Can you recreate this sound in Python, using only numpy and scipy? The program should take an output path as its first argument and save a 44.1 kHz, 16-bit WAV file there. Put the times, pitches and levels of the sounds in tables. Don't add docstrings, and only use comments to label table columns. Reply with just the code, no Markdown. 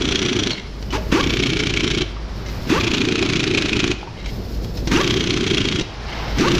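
import sys
import numpy as np
from scipy import signal
from scipy.fft import rfft, irfft
from scipy.io import wavfile
from scipy.ndimage import uniform_filter1d

SR = 44100
rng = np.random.default_rng(int(sys.argv[2]) if len(sys.argv) > 2 else 0)


def log_audio(samples):
    frames = np.atleast_2d(samples).T
    limited = np.clip(frames, -1, 1)
    pcm = np.round(limited * 32767).astype(np.int16)
    wavfile.write(sys.argv[1], SR, pcm)


N = 290619
TIME = np.arange(N) / SR


def from_db(db):
    return 10 ** (np.asarray(db) / 20)


def rms_one(x):
    return x / np.sqrt(np.mean(x ** 2) + 1e-20)


def noise():
    return rng.standard_normal(N)


def drift(samples):
    return rms_one(uniform_filter1d(noise(), size=samples))


def gritty(grain_db, grain_s):
    knots = np.arange(0, TIME[-1], grain_s)
    contacts = np.clip(noise()[:len(knots)], -2, 2)
    return rms_one(noise() * from_db(grain_db * np.interp(TIME, knots, contacts)))


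def gain_at(spectrum, hz):
    points_hz, db = np.transpose(spectrum)
    return from_db(np.interp(np.log(hz + 1e-9), np.log(points_hz), db))


def colour(x, spectrum, size=16384):
    gain = rms_one(gain_at(spectrum, np.fft.rfftfreq(size, 1 / SR)))
    cepstrum = irfft(np.log(gain))
    cepstrum[1:size // 2] *= 2
    cepstrum[size // 2 + 1:] = 0
    return signal.fftconvolve(x, irfft(np.exp(rfft(cepstrum))))[:N]


def lowpass(x, hz, order=2):
    return signal.sosfilt(signal.butter(order, hz, fs=SR, output="sos"), x)


def resonance(x, hz, width_hz):
    return signal.lfilter(*signal.iirpeak(hz, hz / width_hz, fs=SR), x)


def gate(start, stop, edge_s):
    return np.clip(np.minimum(TIME - start, stop - TIME) / edge_s + .5, 0, 1)


def spans(rows, edge_s):
    return sum(from_db(db) * gate(start, stop, edge_s) for start, stop, db in rows)


def fall(t, t60):
    return (t >= 0) * from_db(-60 * np.maximum(t, 0) / t60)


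def strike(t, rise_s, t60):
    return np.clip(t / rise_s + 1, 0, 1) ** 2 * from_db(-60 * np.maximum(t, 0) / t60)


def swell(t, centre_s, half_s):
    return np.exp(-((t - centre_s) / half_s) ** 4)


# start and stop in seconds, exhaust level in dB.
TRIGGER_PULLS = [(-.6, 0.483, -26.5), (1.102, 2.037, -32), (2.67, 3.945, -27.5), (4.891, 5.817, -26.5),
                 (6.372, 6.7, -22.5)]
# frequency in Hz, relative level in dB.
EXHAUST_SPECTRUM = [(40, 1.5), (120, 15.5), (400, 15), (600, -17.5), (1500, -2.5), (3000, -3.5),
                    (4500, -9.5), (6500, -14.5), (8300, -26), (10300, -45), (15000, -62)]

def exhaust():
    return colour(noise() * spans(TRIGGER_PULLS, edge_s=0.0036), EXHAUST_SPECTRUM)


def sunk(delay_s=0, sink_s=1, stay_s=0.14, recover_s=0.41):
    dips = []
    for start, stop, _ in TRIGGER_PULLS:
        sinking = (TIME - start - delay_s) / sink_s
        recovering = 1 - (TIME - stop - stay_s) / recover_s
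        dips.append(np.clip(np.minimum(sinking, recovering), 0, 1))
    return np.max(dips, axis=0)


# time in seconds, level in dB.
HUM_LEVELS = [(0.0, -34), (0.4, -46), (1.04, -26.5), (1.08, -29.5), (2.64, -30.5), (3.21, -48), (4.0, -34),
              (4.07, -55), (4.28, -27), (4.37, -35), (4.59, -23.5), (4.68, -38), (4.84, -22), (4.97, -32),
              (5.89, -35.5), (6.35, -25), (6.42, -35), (6.59, -30)]
HANDLING_LEVELS = [(0, -36), (.75, -43), (1.9, -43.5), (2.55, -37), (4.1, -41.5), (4.7, -44), (5.7, -44),
                   (6.2, -29.5), (6.59, -33.5)]
# frequency in Hz, relative level in dB.
RUMBLE_SPECTRUM = [(30, -3.5), (70, -0.5), (105, 3), (150, -3.5), (200, -2), (280, -9), (400, -8.5),
                   (600, -17.5), (1000, -28), (2000, -88)]
HANDLING_SPECTRUM = [(300, -0.5), (700, 3.5), (1000, 1.5), (1500, -1.5), (2200, -4), (3500, -8),
                     (5500, -9.5), (8000, -38), (12000, -72)]

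def workshop(hum_hz=52.15, waver_hz=2.58, throb_db=2.5, rumble_db=-29.5, sink_db=5.5):
    pitch = hum_hz + waver_hz * drift(SR // 10)
    throb = from_db(-0.5 + throb_db * drift(SR // 20))
    drone = np.sqrt(2) * throb * np.sin(2 * np.pi * np.cumsum(pitch) / SR)
    hum = from_db(np.interp(TIME, *np.transpose(HUM_LEVELS))) * drone
    rumble = from_db(rumble_db - sink_db * sunk()) * colour(noise(), RUMBLE_SPECTRUM)
    handling_gain = from_db(np.interp(TIME, *np.transpose(HANDLING_LEVELS)))
    return hum + rumble + handling_gain * colour(noise(), HANDLING_SPECTRUM)


def whistle(hz=5200, wander_hz=110, width_hz=300):
    wander = rms_one(uniform_filter1d(drift(SR // 6), size=SR // 6))
    band = rms_one(lowpass(noise(), width_hz / 2))
    return np.sqrt(2) * band * np.sin(2 * np.pi * np.cumsum(hz + wander_hz * wander) / SR)


# frequency in Hz, relative level in dB.
LEAK_SPECTRUM = [(1000, -16), (3300, -3.5), (4300, 2.5), (4750, 3), (5250, 1.5), (5900, -4), (7500, -10.5),
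                 (8500, -22.5), (10000, -14.5), (11500, -28), (15000, -56)]
THIN_SPECTRUM = [(10500, -29), (11400, -1), (12300, 12.5), (13500, 3), (14700, 10), (16000, -16.5)]

def hisses(leak_db=-45.5, thin_db=-57, flutter_db=-2.4, side_db=2, whistle_db=-10):
    down = sunk()
    shut = sunk(delay_s=0.25, sink_s=0.22, stay_s=0.19, recover_s=0.22)
    flutter = flutter_db * drift(SR // 25)
    leak_gain = from_db(leak_db - 7 * down + flutter)
    thin_gain = from_db(thin_db - 6 * down - 15 * shut + flutter)
    mid = colour(noise(), THIN_SPECTRUM)
    side = from_db(side_db) * colour(noise(), THIN_SPECTRUM)
    leak = colour(noise(), LEAK_SPECTRUM) + from_db(whistle_db) * whistle()
    return leak_gain * leak + thin_gain * np.array([mid + side, mid - side])


# first blow, end, first period and period growth per blow,
# all in seconds, then strength in dB.
HAMMER_BURSTS = [(0.0202, 0.525, .0341, .000102, -16.5), (1.2089, 2.035, .03179, .000166, -15.5),
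                 (2.8102, 3.93, .03423, .0000916, -14), (5.0132, 5.81, .0317, .000204, -15),
                 (6.4847, 6.6, .0327, .0001, -14)]

def blow_train(scatter_db=1.1, jitter_s=.0007):
    trains = []
    for first, until, period, growth, level_db in HAMMER_BURSTS:
        late, strong = rng.standard_normal((2, 64))
        k = np.arange(len(late))
        due = first + period * k + growth * k ** 2 / 2
        blows = np.column_stack([due + jitter_s * late, level_db + scatter_db * strong])
        trains.append(blows[due < until])
    return np.vstack(trains)


def per_blow(blows, shape, follow, scatter_db, jitter_s=0, **shape_settings):
    times, db = blows.T
    strong, late = rng.standard_normal((len(times), 2)).T
    levels = from_db(db.mean() + follow * (db - db.mean()) + scatter_db * strong)
    out, reach = np.zeros(N), SR // 20
    for at, level in zip(times + jitter_s * late, levels):
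        near = slice(max(int(at * SR) - reach, 0), int(at * SR) + reach)
        out[near] += level * shape(TIME[near] - at, **shape_settings)
    return out


# frequency in Hz, relative level in dB.
WHEEL_SPECTRUM = [(25, -7), (60, -5.5), (120, -0.5), (200, -2.5), (280, 0.5), (370, 3.5), (430, -2.5),
                  (500, -18.5), (600, -52.5), (1200, -38)]

def wheel(blows, shove_db=-20, kick_db=-22):
    shove = per_blow(blows, swell, follow=0.55, scatter_db=1, jitter_s=0.00015,
                     centre_s=-0.011, half_s=0.0093)
    kick = per_blow(blows, swell, follow=0.32, scatter_db=4, jitter_s=0.00017,
                    centre_s=0.0022, half_s=0.0038)
    shaking = rms_one(lowpass(noise(), 600))
    judder = rms_one(np.tanh(2 * shaking))
    return colour(judder * (from_db(shove_db) * shove + from_db(kick_db) * kick), WHEEL_SPECTRUM)


def cam_rub(t, lead_s=.0115):
    return fall(t + lead_s, t60=1.0) * (t < 0)


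# frequency in Hz, relative level in dB.
STEEL_SPECTRUM = [(200, -17), (600, -5), (900, -10), (1430, -1.5), (1800, -5), (2300, 1.5), (3000, 1.5),
                  (3900, 0.5), (4800, -6), (6300, -8), (7100, -14), (8400, -30.5), (9400, -30),
                  (10300, -26.5), (11500, -37.5), (15000, -51)]
# start in seconds, then pitch in Hz and gain in dB
NUT_RINGS = [(0, 2230, -28, 3330, 4.5, 5800, 6), (1.1, 2275, 1.5, 3150, -1, 5600, -5),
             (2.68, 2480, 1, 3300, -15, 5530, -23), (4.9, 2210, -18, 3240, 1.5, 5900, -3),
             (6.37, 2260, -10, 3280, -13, 5760, -4)]

def hammer(blows, crack_db=-3, ring_db=-6, cam_db=-8, seating_db=3, level_db=-3.5):
    cam = per_blow(blows, cam_rub, follow=0.98, scatter_db=3, jitter_s=.0008)
    crack = per_blow(blows, strike, follow=0.62, scatter_db=1.6, rise_s=0.0022, t60=0.02)
    ring = per_blow(blows, strike, follow=0.92, scatter_db=1.7, rise_s=0.0019, t60=0.059)
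    grind = from_db(cam_db) * cam * gritty(grain_db=1.5, grain_s=0.001)
    impact = (from_db(crack_db) * crack + from_db(ring_db) * ring) * noise()
    steel = colour(grind + impact, STEEL_SPECTRUM)
    out = steel.copy()
    ends = [row[0] for row in NUT_RINGS[1:]] + [np.inf]
    for (start, *rings), end in zip(NUT_RINGS, ends):
        struck = steel * (TIME >= start) * (TIME < end)
        for hz, db in zip(rings[::2], rings[1::2]):
            seating = np.interp(TIME, blows[:, 0], rng.uniform(-1.1, 1, len(blows)))
            out += resonance(struck * from_db(db + seating_db * seating), hz, width_hz=170)
    return from_db(level_db) * out


# frequency in Hz, side against mid in dB.
BLOW_WIDTH = [(400, -39), (1200, -37), (3200, -50), (5500, -19), (10000, -20.5)]

def stereo(mid, size=512):
    hz = np.fft.rfftfreq(size, 1 / SR)
    scatter = 1j * rng.choice([-1, 1], len(hz)) * gain_at(BLOW_WIDTH, hz)
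    response = np.roll(irfft(scatter), size // 2)
    side = signal.fftconvolve(mid, response)[size // 2:][:N]
    return np.array([mid + side, mid - side])


def garage(x, t60=0.66, level_db=-8.5, band_hz=(450, 4500), first_echo_s=0.0067, patterns=3):
    walls = signal.butter(1, band_hz, "band", fs=SR, output="sos")
    out = np.zeros(N)
    for k in range(patterns):
        tail = rng.standard_normal(SR) * fall(TIME[:SR] - first_echo_s, t60)
        tail = signal.sosfilt(walls, tail / np.linalg.norm(tail))
        share = np.sqrt(2 / patterns) * np.cos(np.pi * (TIME + k / patterns))
        out += signal.fftconvolve(x * share, tail)[:N]
    return from_db(level_db) * out


# start in seconds, relative level in dB,
# pitch in Hz, note against crackle in dB, seconds to fall by 60 dB.
SOCKET_CLINKS = [(0.511, -24.5, 4350, 0, 0.071), (0.532, -29.5, 4140, 8, 0.028), (.826, -32, 2950, -7, .03),
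                 (.905, -33, 2980, 0.5, .14), (0.934, -35, 978, 10, 0.094), (0.952, -38, 856, 11, 0.1),
                 (0.979, -38, 626, 11.5, 0.098), (2.168, -57.5, 1170, 24, 0.043),
                 (2.461, -35.5, 2100, -7, 0.13), (2.485, -34, 2080, -2, 0.087),
                 (4.03, -50.5, 840, 24, 0.029), (4.074, -54, 934, 22, 0.057), (4.26, -30, 2360, -8, 0.047),
                 (4.645, -34.5, 3300, -5, 0.039), (4.772, -32.5, 5200, -6, 0.098),
                 (4.873, -20.5, 332, -2, 0.07), (4.962, -20.5, 2800, 4.5, 0.027),
                 (4.973, -23.5, 5950, 2, 0.023), (5.81, -22.5, 3790, -5, 0.063),
                 (6.385, -21, 3350, -11, 0.053), (6.408, -21.5, 5800, -12, 0.043)]
# frequency in Hz, relative level in dB.
CRACKLE_SPECTRUM = [(200, 17), (1200, -3.5), (2500, 0.5), (6000, -0.5), (8300, -22), (14000, -46)]

def clinks(level_db=5.5):
    ticks, notes = np.zeros(N), np.zeros(N)
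    for start, db, hz, note_db, t60 in SOCKET_CLINKS:
        near = slice(int(start * SR), int(start * SR) + SR // 2)
        t = TIME[near] - start
        decay = from_db(db) * fall(t, t60)
        ticks[near] += decay
        notes[near] += from_db(note_db) * decay * np.sin(2 * np.pi * hz * t)
    return from_db(level_db) * (colour(ticks * noise(), CRACKLE_SPECTRUM) + notes)


# start and stop in seconds, relative level in dB.
SOCKET_SLIDES = [(0.517, 0.608, -42), (4.173, 4.3, -45), (6.06, 6.372, -45)]
# frequency in Hz, width in Hz, gain in dB.
SOCKET_MODES = [(2170, 120, 9), (2800, 220, 2), (3070, 190, 0.5), (3800, 140, 0.5)]

def slides(level_db=14):
    friction = gritty(grain_db=5, grain_s=0.0053) * spans(SOCKET_SLIDES, edge_s=0.02)
    rings = sum(from_db(db) * resonance(friction, hz, width) for hz, width, db in SOCKET_MODES)
    return from_db(level_db) * lowpass(rings, 6500, order=4)


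# start and stop in seconds, first and last
# pitch in Hz, relative levels of tone and rattle in dB.
MOTOR_SPINS = [(0.926, 0.975, 221, 597, -26, -21), (1.118, 1.214, 79.5, 592, -16.5, -17.5),
               (2.695, 2.792, 110.2, 603, -17, -18), (4.913, 5.02, 39.6, 600, -18, -17),
               (6.392, 6.488, 126.8, 598, -17, -19.5)]
# frequency in Hz, relative level in dB.
MOTOR_SPECTRUM = [(100, -5), (200, -4), (330, 5), (430, -9.5), (540, -11), (700, -24), (900, -5),
                  (1040, -11.5), (1140, -0.5), (1260, -6.5), (1700, -9), (2100, -31)]
RATTLE_SPECTRUM = [(100, 2), (400, 10), (650, -7.5), (1000, 0.5), (1800, -1), (2600, 0.5), (4200, -7.5),
                   (6300, -11), (8300, -27), (13000, -33), (16000, -40)]

def motor(wobble=0.011, overtone_db=-2, settle_db=-6, whine_hz=430, thud_hz=300, thud_db=6):
    tone, rattle = np.zeros(N), np.zeros(N)
    unsteady = drift(200)
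    for start, stop, low_hz, high_hz, tone_db, rattle_db in MOTOR_SPINS:
        on = gate(start, stop, edge_s=0.0083)
        live = on > 0
        progress = np.interp(TIME[live], [start, stop], [0, 1])
        hz = (low_hz + (high_hz - low_hz) * progress ** 0.73) * (1 + wobble * unsteady[live])
        phase = 2 * np.pi * np.cumsum(hz) / SR
        brightness = np.minimum(hz / whine_hz, 1) ** 2
        for k in (1, 2, 3):
            gain = from_db(tone_db + overtone_db * (k - 1)) * gain_at(MOTOR_SPECTRUM, k * hz)
            partial = np.sqrt(2) * np.sin(k * phase + 2 * np.pi * rng.random())
            tone[live] += on[live] * gain * brightness ** (k - 1) * partial
        t = TIME[live] - start
        thud = strike(t - .008, rise_s=0.0055, t60=0.034) * np.sin(2 * np.pi * thud_hz * t)
        tone[live] += from_db(tone_db + thud_db) * thud
        rattle[live] += from_db(rattle_db + settle_db * progress) * on[live]
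    return tone + colour(rattle * gritty(grain_db=1.5, grain_s=0.0011), RATTLE_SPECTRUM)


# start and stop in seconds, level in dB.
TOOL_MOVES = [(0.94, 1.103, -28.5), (4.297, 4.426, -31), (4.612, 4.867, -31)]

def shuffles():
    rubbing = gritty(grain_db=3, grain_s=0.012) * spans(TOOL_MOVES, edge_s=0.037)
    return colour(rubbing, RUMBLE_SPECTRUM)


def scene():
    blows = blow_train()
    steel = hammer(blows)
    centre = wheel(blows) + exhaust() + motor() + clinks() + slides()
    return stereo(steel) + centre + garage(steel + centre) + shuffles() + workshop() + hisses()


def record(dry, cutoff_hz=15500):
    rounded = 1.136 * np.tanh(dry / 1.105)
    return signal.sosfilt(signal.ellip(10, .1, 90, cutoff_hz, fs=SR, output="sos"), rounded)


dry = scene()
out = record(dry)
log_audio(out)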